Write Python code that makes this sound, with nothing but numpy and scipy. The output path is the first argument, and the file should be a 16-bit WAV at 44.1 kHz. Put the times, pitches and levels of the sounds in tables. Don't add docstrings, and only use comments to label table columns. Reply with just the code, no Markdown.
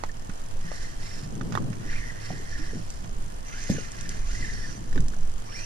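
import sys
import numpy as np
from scipy import signal
from scipy.fft import rfft, irfft, next_fast_len
from scipy.io import wavfile

SR = 44100
rng = np.random.default_rng(int(sys.argv[2]) if len(sys.argv) > 2 else 0)


def transcribe(u):
    v = np.clip(np.atleast_2d(u).T, -1, 1)
    q = np.round(v * 32767).astype(np.int16)
    wavfile.write(sys.argv[1], SR, q)


N = 249165
TIME = np.arange(N) / SR
EDGE_HZ = 14900

# (frequency [Hz], level [dB])
RUMBLE_COLOUR = [(3, -20), (9, 7), (15, 2.5), (22, -7.5), (32, -6.5), (50, -16), (75, -19), (130, -35.5),
                 (300, -50), (800, -101)]
BREEZE_DB = -33.5
# (strongest at [s], length [s], level [dB])
GUSTS = [(0.083, 0.11, -31.5), (0.545, 0.15, -27), (1.98, 0.49, -29), (2.547, 0.6, -30), (3.152, 0.87, -30),
         (4.261, 0.62, -24.5), (4.53, 0.3, -26), (5.006, 0.29, -20.5), (5.27, 0.35, -24.5)]
HUM_HZ, HUM_DB = 105.1, -51

# (frequency [Hz], level [dB])
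SEA_COLOUR = [(65, -20.5), (110, -12.5), (166, -16), (192, -14.5), (231, -15), (320, -19.5), (483, -16.5),
              (914, -19), (2350, -30.5), (3070, -30), (3480, -34), (6850, -32.5), (12400, -43),
              (15000, -60)]
# (frequency [Hz], correlation [-1 to 1])
SEA_CORRELATION = [(60, 0.76), (130, -0.61), (290, -0.23), (630, -0.93), (1380, -0.5), (3000, -0.051),
                   (6600, -0.12), (14000, 0.27)]
SEA_DB = -45.5

# (frequency [Hz], level [dB])
SLOSH_COLOUR = [(50, -43.5), (100, 1.5), (150, 1), (220, -5), (320, -11), (480, -18.5), (800, -34),
                (2000, -46.5), (6000, -107)]
LAP_DB, LAP_WAVER_DB, LAP_WAVER_HZ = -52, 2, 4.8
# (crest [s], level [dB], swelling [s], ebbing [s])
WAVES = [(.66, -57, .06, 0.18), (1.39, -34, 0.37, 0.73), (1.61, -29.5, 0.29, 0.33),
         (2.33, -37, 0.091, 0.14), (2.6, -42, 0.094, 0.25), (2.76, -35, 0.08, 0.12),
         (3.05, -48.5, 0.41, 0.74), (3.712, -29, 0.011, 0.16), (4.1, -43.5, 0.43, 0.26),
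         (4.4, -43.5, 0.28, 0.45), (4.78, -44, 0.8, 0.57), (4.98, -34.5, 0.073, 0.21)]
WAVE_RANGE_DB = 20
CHURN_DB, CHURN_HZ = -20, 550
# (time [s], peak [dB], starting pitch [Hz], 60 dB decay time [s], glide [share of the pitch])
SLAPS = [(0.293, -26.5, 178, 0.027, 0.17), (.560, -42, 500, 0.079, 0.33), (0.646, -34, 162.5, 0.26, .37),
         (1.47, -32, 170, 0.072, .37), (1.521, -30, 205.3, 0.094, .37), (2.304, -27, 666, 0.021, 0.41),
         (2.314, -32, 176, 0.066, 0.56), (2.397, -38, 379, 0.066, 0.34), (2.593, -36, 293, 0.22, 0.6),
         (2.733, -32, 414, 0.021, 0.45), (2.766, -29, 189.8, 0.048, 0.44), (3.695, -25.5, 485, 0.024, 0.53),
         (3.7, -11.5, 191, 0.043, 0.34), (3.719, -29, 237, 0.088, 0.3), (3.783, -27, 445, 0.022, 0.46),
         (4.958, -27.5, 412.3, 0.045, -0.67), (4.971, -24.5, 260, 0.11, -0.44),
         (4.995, -19.5, 140.5, 0.12, -.12)]

SPRAY_AT_S, SPRAY_DB, SPRAY_RISE_S, SPRAY_T60_S = 3.697, -33, 0.0024, 0.19
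# (frequency [Hz], level [dB])
SPRAY_COLOUR = [(800, -17), (2500, -5), (4500, 4), (6500, 7), (9000, -8), (12000, -9), (15000, -33)]

# (time [s], peak of the blow [dB], its pitch [Hz], its 60 dB decay time [s],
# crack relative to the blow [dB], deck ring relative to the blow [dB])
KNOCKS = [(0.0372, -11.5, 910, 0.004, -16, -20), (.297, -34, 1750, 0.0058, 1, -7),
          (.716, -23.5, 580, 0.0083, -9, -22), (1.411, -21.5, 1300, 0.0057, -9.5, -11.5),
          (1.523, -22.5, 1402, 0.004, -6, -12.5), (1.540, -24.5, 1098, 0.0064, -8, -14),
          (1.5526, -11, 1120, 0.0032, -19, -13.5), (1.5745, -11, 1140, 0.0089, -20, -29),
          (1.729, -32.5, 1760, 0.004, 0, -10), (3.044, -39.5, 701, 0.017, 4.5, -15),
          (4.928, -34.5, 1501, 0.0061, -3, -4), (4.958, -28, 1110, 0.0051, -4, -6),
          (4.977, -28, 1540, 0.025, -3, -3.5), (5.136, -38, 1500, 0.014, -3, -4)]
# (nominal frequency [Hz], level [dB], 60 dB decay time [s])
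DECK_MODES = [(453, -2.5, 0.029), (840, 3, 0.011), (1200, -26, 0.015), (1704, 2, 0.029),
              (3930, -10, 0.0034), (4400, -2.5, 0.013)]
# (frequency [Hz], level [dB])
CRACK_COLOUR = [(300, -82), (1000, 18), (2500, 13), (4200, 6), (6500, 11.5), (9000, -11), (15000, -27)]

# (time [s], peak [dB])
CLICKS = [(1.353, -29.5), (2.903, -25.5), (3.639, -23.5), (3.918, -25), (4.010, -22.5), (4.0919, -19.5),
          (5.005, -28), (5.083, -22.5)]
# (frequency [Hz], level [dB])
CLICK_COLOUR = [(800, -14), (2000, 2), (3500, 3), (5000, 12), (6400, 18), (7600, 14), (9500, 7.5),
                (12000, -12), (15000, -17)]

# (frequency [Hz], phase [rad])
LEFT_PHASE = [(100, -8.5), (400, 8), (700, -1.5), (1700, -5), (2700, -4.5), (4500, -7.5), (6000, -8.5),
              (9000, -9), (15000, -25.5)]

# (time [s], pitch [Hz])
SPEED = [(0, 600), (.2, 600), (.36, 830), (.55, 520), (.66, 1400), (.76, 1900), (.95, 1450), (1.08, 2250),
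         (1.3, 900), (1.7, 800), (1.88, 1750), (1.97, 2450), (2.08, 1900), (2.18, 1450), (2.27, 1950),
         (2.42, 1500), (2.55, 1700), (2.7, 1750), (2.9, 1000), (3.42, 720), (3.58, 1600), (3.68, 2000),
         (3.86, 1200), (4.08, 1750), (4.25, 1050), (4.39, 2050), (4.52, 1780), (4.66, 1720), (4.8, 950),
         (5.2, 720), (5.46, 800), (5.52, 1350), (5.56, 2350), (5.65, 2750)]
IDLE_HZ = 600
WHIRR_CYCLES_PER_TOOTH = 16
# (frequency [Hz], level [dB])
PAWL_COLOUR = [(800, 2.5), (2000, -35.5), (3100, -3), (3800, -14.5), (5200, -3), (6400, 0.5), (7500, -6),
               (9000, -4), (12000, -32), (15000, -31)]
PAWL_DB, PAWL_DB_PER_OCTAVE = -51, -1.5

# (start [s], strongest [s], end [s], rasp level before the gains in line() [dB],
# then relative to the rasp: hiss [dB], shrill ring [dB], squeal [dB], whirr [dB], rod ring [dB];
# squeal pitch [Hz])
SPURTS = [(0.582, 0.736, 0.95, -53, 5.4, -13, -6, -7, 1, 5800),
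          (.74, .86, 1.04, -58.5, 7.3, -14, -1, -10, 1, 5797),
          (.98, 1.051, 1.284, -54, 10.2, -2.5, 1, -9, -5, 5450),
          (1.862, 1.937, 2.05, -48.5, 1.5, -5, -6.5, -5, -8, 5702),
          (1.748, 2.067, 2.25, -55, 1, -8, -4.5, -4, 7, 5800),
          (2.19, 2.236, 2.44, -53, 6.9, -5, 0, -9, -1, 5700),
          (2.269, 2.372, 2.56, -58, 3, -15, -7, -9, 8.5, 5715),
          (2.421, 2.54, 2.85, -52, 5, -11.5, -1.5, -5, 0.5, 5654),
          (2.6, 2.887, 3.05, -61.5, 12.4, -10, -8, -12, -18, 5983),
          (3.44, 3.535, 3.95, -56.5, 8.6, 4, 8.5, 4, -12, 5950),
          (3.52, 3.682, 3.95, -54, 10, -2, 2.5, 1, -5, 6400),
          (3.87, 4.058, 4.27, -51, 5.1, -5, -3, -7, -7, 6000),
          (4.22, 4.38, 4.6, -52, 9.9, -3.5, 2, 3.5, -5, 6310),
          (4.44, 4.6, 4.82, -53.5, 8, -8, 6, 3, -1, 5640),
          (4.6, 4.832, 5.05, -62, 6, -29, -6, -5, -10, 6080),
          (5.429, 5.622, 5.87, -54.5, 4, -1.5, 9.5, 6, -10, 5727)]
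LOUDNESS_CURVE = 0.87
IDLE_DB, IDLE_HISS_DB, IDLE_WHIRR_DB = -62, -4, -4.5
# (frequency [Hz], level [dB])
RASP_COLOUR = [(500, -24), (1200, 3.5), (1800, 8.5), (2400, -2.5), (4000, 1.5), (15000, 3)]
# (frequency [Hz], level [dB])
LINE_COLOUR = [(400, -48), (900, -1), (1500, -1.5), (2600, -8.5), (3400, -12.5), (5600, -6.5), (7300, -24),
               (8200, -16.5), (11000, -23), (15000, -67)]
# (frequency [Hz], width [Hz], level [dB])
ROD_RESONANCES = [(1852, 130, 3.5), (4030, 650, -7.5), (4800, 410, -6), (5500, 620, -6.5), (6570, 440, -7),
                  (7250, 630, -6), (8900, 540, -15)]
SHRILL_HZ, SHRILL_WIDTH_HZ = 2500, 860
RING_HZ, RING_WIDTH_HZ, RING_FLUTTER_DB = 1880, 130, 2.5
WHIRR_HARMONICS_DB = [0, -5]
# (frequency [Hz], level [dB])
WHIRR_COLOUR = [(500, -8), (900, -1), (1500, -2), (1900, 0), (2900, 0), (3400, -15), (6000, -20)]
# (share of its pitch, level [dB])
STRANDS = [(.8, -11), (1, 0)]
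# (loudest at [s], nominal peak [dB], length [s], mean pitch [Hz])
CHIRPS = [(.097, -32, .013, 1850), (.85, -39, .024, 1860), (1.894, -35, .018, 1850), (2.04, -35, .04, 1860),
          (2.1, -36, .04, 1860), (2.528, -35.5, .014, 1760), (2.558, -35, .018, 1820),
          (4.351, -33, .012, 1880), (4.429, -34, .02, 1900), (4.45, -30.5, .026, 1860),
          (4.492, -31.5, .024, 1870), (4.648, -34, .044, 1780)]


def amp(db):
    return 10 ** (np.asarray(db) / 20)


def unit(x):
    return x / np.sqrt(np.mean(x ** 2) + 1e-20)


def read(points, hz):
    f, value = np.transpose(points)
    return np.interp(np.log(hz + 1), np.log(f + 1), value)


def bins(x):
    return np.fft.rfftfreq(x.shape[-1], 1 / SR)


def colour(x, points, size=4096):
    log_gain = np.log(amp(read(points, abs(np.fft.fftfreq(size, 1 / SR)))))
    taps = np.fft.ifft(np.exp(np.conj(signal.hilbert(log_gain)))).real[:size // 2]
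    taps = taps.reshape((1,) * (x.ndim - 1) + (-1,))
    return signal.fftconvolve(x, taps, axes=-1)[..., :x.shape[-1]]


def above(x, edge_hz):
    return irfft(rfft(x) / (1 + (edge_hz / (bins(x) + 1)) ** 8), N)


def resonance(hz, centre, width):
    return 1 / (1 + (2 * (hz - centre) / width) ** 2)


def drift(hz):
    noise = rng.standard_normal(next_fast_len(N))
    lowpass = np.exp(-(bins(noise) / hz) ** 2)
    return unit(irfft(rfft(noise) * lowpass, len(noise))[:N])


def fuzzy(turns, fuzz_hz):
    band = drift(fuzz_hz) + 1j * drift(fuzz_hz)
    return (band * np.exp(2j * np.pi * turns)).real


def arch(start, top, end):
    return np.sin(np.pi / 2 * np.interp(TIME, [start, top, end], [0, 1, 0]))


def together(parts):
    return np.sqrt(sum(part ** 2 for part in parts))


def add(mix, s, sound):
    part = mix[..., max(round(s * SR), 0):][..., :sound.shape[-1]]
    part += sound[..., :part.shape[-1]]


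def diffuse(pair):
    a, b = rfft(pair)
    same = np.clip(read(SEA_CORRELATION, bins(pair)), -1, 1)
    return irfft(np.array([a, same * a + np.sqrt(1 - same ** 2) * b]), N)


def from_right(x, shade_db):
    left = irfft(rfft(x) * np.exp(1j * read(LEFT_PHASE, bins(x))), N)
    return np.array([amp(shade_db) * left, x])


def cockpit(x, t60, wet_db):
    t = np.arange(SR // 4) / SR
    taps = rng.standard_normal((2, len(t))) * (rng.random((2, len(t))) < .1)
    taps *= amp(-60 * t / t60) * (t > .002)
    taps /= np.linalg.norm(taps, axis=1, keepdims=True)
    return x + amp(wet_db) * signal.fftconvolve(x[1:], taps, axes=1)[:, :N]


def wind_strength():
    gusts = [amp(db) * arch(s - length / 2, s, s + length / 2) for s, length, db in GUSTS]
    return together([amp(BREEZE_DB)] + gusts)


def rumble(apart_db=-14, left_db=-1.5):
    noises = rng.standard_normal((2, N))
    common, apart = (unit(irfft(rfft(z) * amp(read(RUMBLE_COLOUR, bins(z))), N)) for z in noises)
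    air = wind_strength() * (common + amp(apart_db) * np.array([apart, -apart]))
    hum_level = amp(HUM_DB + 3.3 * drift(5.6))
    hum = hum_level * unit(np.sin(2 * np.pi * np.cumsum(HUM_HZ + 3 * drift(6.3)) / SR))
    return (air + hum) * amp([[left_db / 2], [-left_db / 2]])


def sea(left_db=-1.5, flutter_db=1.0):
    wash = unit(colour(diffuse(rng.standard_normal((2, N))), SEA_COLOUR))
    return wash * amp(SEA_DB + flutter_db * drift(29.0)) * amp([[left_db], [0]])


def wave_strength():
    lapping = amp(LAP_DB + LAP_WAVER_DB * drift(LAP_WAVER_HZ))
    waves = []
    for s, db, swell, ebb in WAVES:
        distance = np.maximum((s - TIME) / swell, (TIME - s) / ebb)
        waves.append(amp(db - WAVE_RANGE_DB * distance))
    return together([lapping] + waves)


def pocket(hz, t60, rise, onset):
    t = np.arange(SR // 4) / SR
    pitch = hz * (1 + rise * np.minimum(t / t60, 1))
    ring = np.sin(2 * np.pi * np.cumsum(pitch) / SR) * amp(-60 * t / t60) * (1 - np.exp(-t / onset))
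    return ring / abs(ring).max()


def slosh(apart_db=-3.0, pockets_per_s=2000, count=24):
    crowd = np.zeros((2, N))
    for hz in np.geomspace(90, 1400, count):
        births = (rng.random((2, N)) < pockets_per_s / count / SR) * rng.standard_normal((2, N))
        ring = pocket(hz, 9 / hz, rise=0.077, onset=0.0012)
        ring = ring[None] / np.linalg.norm(ring)
        crowd += signal.fftconvolve(births, ring, axes=1)[:, :N] * np.sqrt(hz)
    common, apart = (unit(z) for z in colour(crowd, SLOSH_COLOUR))
    pair = common + amp(apart_db) * np.array([apart, -apart])
    strength = wave_strength()
    churned = strength / amp(CHURN_DB) * above(pair, CHURN_HZ)
    return strength * (pair + churned)


def slaps(left_db=-1.5):
    out = np.zeros(N)
    for s, db, hz, t60, glide in SLAPS:
        add(out, s, amp(db) * pocket(hz, t60, rise=glide, onset=0.00058))
    return cockpit(out * amp([[left_db], [0]]), t60=.075, wet_db=-7)


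def spray(drops_per_s=5000, left_db=-2):
    out, t = np.zeros((2, N)), np.arange(SR // 4) / SR
    drops = rng.standard_normal((2, len(t))) * (rng.random((2, len(t))) < drops_per_s / SR)
    envelope = (1 - np.exp(-t / SPRAY_RISE_S)) * amp(SPRAY_DB - 60 * t / SPRAY_T60_S)
    burst = unit(colour(drops, SPRAY_COLOUR)) * envelope
    add(out, SPRAY_AT_S, burst * amp([[left_db], [0]]))
    return out


def deck_ring(t):
    ring = np.zeros(len(t))
    for hz, db, t60 in DECK_MODES:
        turns = hz * rng.uniform(0.79, 1.145) * t + rng.random()
        ring += amp(db - 60 * t / t60) * np.sin(2 * np.pi * turns)
    return ring


def knocks(crack_t60=0.052):
    out, t = np.zeros(N), np.arange(SR // 8) / SR
    for s, db, hz, blow_t60, crack_db, ring_db in KNOCKS:
        blow = np.sin(2 * np.pi * hz * t) * amp(-60 * t / blow_t60) * (1 - np.exp(-10 * t / blow_t60))
        blow /= abs(blow).max()
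        ring = deck_ring(t)
        crack = colour(rng.standard_normal(len(t)) * amp(-60 * t / crack_t60), CRACK_COLOUR)
        crack /= abs(crack).max()
        add(out, s, amp(db) * (blow + amp(ring_db) * ring + amp(crack_db) * crack))
    return cockpit(from_right(out, shade_db=-14), t60=0.05, wet_db=-12)


def click(spectrum, t60, onset):
    t = np.arange(SR // 25) / SR
    envelope = amp(-60 * t / t60) * (1 - np.exp(-t / onset))
    tick = colour(rng.standard_normal(len(t)) * envelope, spectrum)
    return tick / abs(tick).max()


def clicks():
    out = np.zeros(N)
    for s, db in CLICKS:
        add(out, s, amp(db) * click(CLICK_COLOUR, t60=0.0076, onset=0.00023))
    return cockpit(from_right(out, shade_db=-2.5), t60=0.06, wet_db=-10)


def whirr_pitch():
    return np.interp(TIME, *np.transpose(SPEED))


def by_speed(db_per_octave):
    return amp(db_per_octave * np.log2(whirr_pitch() / IDLE_HZ))


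def reel(ride_s=.0005, uneven_db=0.0):
    out, t = np.zeros(N), np.arange(-SR // 100, SR // 50) / SR
    teeth_passed = np.floor(np.cumsum(whirr_pitch() / WHIRR_CYCLES_PER_TOOTH) / SR)
    for at in np.flatnonzero(np.diff(teeth_passed)):
        scrape = rng.standard_normal(len(t)) / np.cosh(t / ride_s)
        add(out, at / SR, amp(uneven_db * rng.standard_normal()) * scrape)
    ticks = amp(PAWL_DB) * unit(colour(out * by_speed(PAWL_DB_PER_OCTAVE), PAWL_COLOUR))
    return cockpit(from_right(ticks, shade_db=-7), t60=.025, wet_db=-8)


def line_strength():
    idle_shares = np.array([[1], [amp(IDLE_HISS_DB)], [0], [0], [amp(IDLE_WHIRR_DB)], [0]])
    gains = [amp(IDLE_DB) * idle_shares]
    for start, top, end, db, *shares_db, _ in SPURTS:
        swell = arch(start, top, end) ** LOUDNESS_CURVE
        gains.append(amp(db) * np.outer(amp([0, *shares_db]), swell))
    return together(gains)


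def line_whirr(fuzz_hz=150, jerk=.035, catch_db=3):
    turns = np.cumsum(whirr_pitch() * (1 + jerk * drift(39.15))) / SR
    harmonics = np.zeros(N)
    for k, db in enumerate(WHIRR_HARMONICS_DB, 1):
        harmonics += amp(db + catch_db * drift(27)) * fuzzy(k * turns, k * fuzz_hz)
    return unit(irfft(rfft(harmonics) * amp(read(WHIRR_COLOUR, bins(TIME))), N))


def squeal(fuzz_hz=420, wander=.025, surge_db=4):
    weights = np.array([arch(start, top, end) ** 2 + 1e-6 for start, top, end, *_ in SPURTS])
    hz = np.array([row[-1] for row in SPURTS]) @ weights / weights.sum(0)
    strands = np.zeros(N)
    for share, db in STRANDS:
        level = amp(db + surge_db * np.tanh(drift(26)))
        turns = np.cumsum(share * hz * (1 + wander * drift(21.93))) / SR
        strands += level * fuzzy(turns, fuzz_hz)
    return unit(strands)


def rod_ring():
    ring = irfft(rfft(rng.standard_normal(N)) * resonance(bins(TIME), RING_HZ, RING_WIDTH_HZ), N)
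    return unit(ring * amp(RING_FLUTTER_DB * drift(78)))


def chirps(jerk=.025, rough_db=2):
    out, waver = np.zeros(N), 1 + jerk * drift(150)
    for s, db, length, hz in CHIRPS:
        size = round(length * SR)
        pitch = hz * waver[round(s * SR):][:size]
        tone = np.sin(2 * np.pi * np.cumsum(pitch) / SR)
        add(out, s - length / 2, amp(db) * np.hanning(size) * tone)
    return out * amp(rough_db * drift(200))


def line(gain_db=3.5, treble_db=-1.5, hiss_hz=3500, rasp_db=2.3, surge_db=1.5):
    whirr, hz = line_whirr(), bins(TIME)
    drive = rfft(colour(rng.standard_normal(N), RASP_COLOUR) * amp(rasp_db * drift(75)))
    modes = [amp(db) * resonance(hz, f, width) for f, width, db in ROD_RESONANCES]
    body = together([amp(read(LINE_COLOUR, hz))] + modes)
    rasp = unit(irfft(drive * body, N))
    hiss = above(rasp, hiss_hz)
    shrill = unit(irfft(drive * resonance(hz, SHRILL_HZ, SHRILL_WIDTH_HZ), N))
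    layers = np.array([rasp - hiss, hiss, shrill, squeal(), whirr, rod_ring()])
    low, hiss, shrill, thin, whirr, ring = amp(gain_db) * layers * line_strength()
    treble = amp(treble_db) * (hiss * amp(surge_db * drift(14)) + thin)
    scattered = cockpit(from_right(treble, shade_db=-15.0), t60=0.0094, wet_db=-2.5)
    main = from_right(low + shrill + whirr + ring + chirps(), shade_db=-4.0)
    return cockpit(main, t60=0.027, wet_db=-7.5) + scattered


def scene():
    return rumble() + sea() + slosh() + slaps() + spray() + knocks() + clicks() + reel() + line()


def record(dry):
    lowpass = signal.firwin(511, EDGE_HZ, window=("kaiser", 9), fs=SR)
    return signal.oaconvolve(dry, lowpass[None], "same")


dry = scene()
out = record(dry)
transcribe(out)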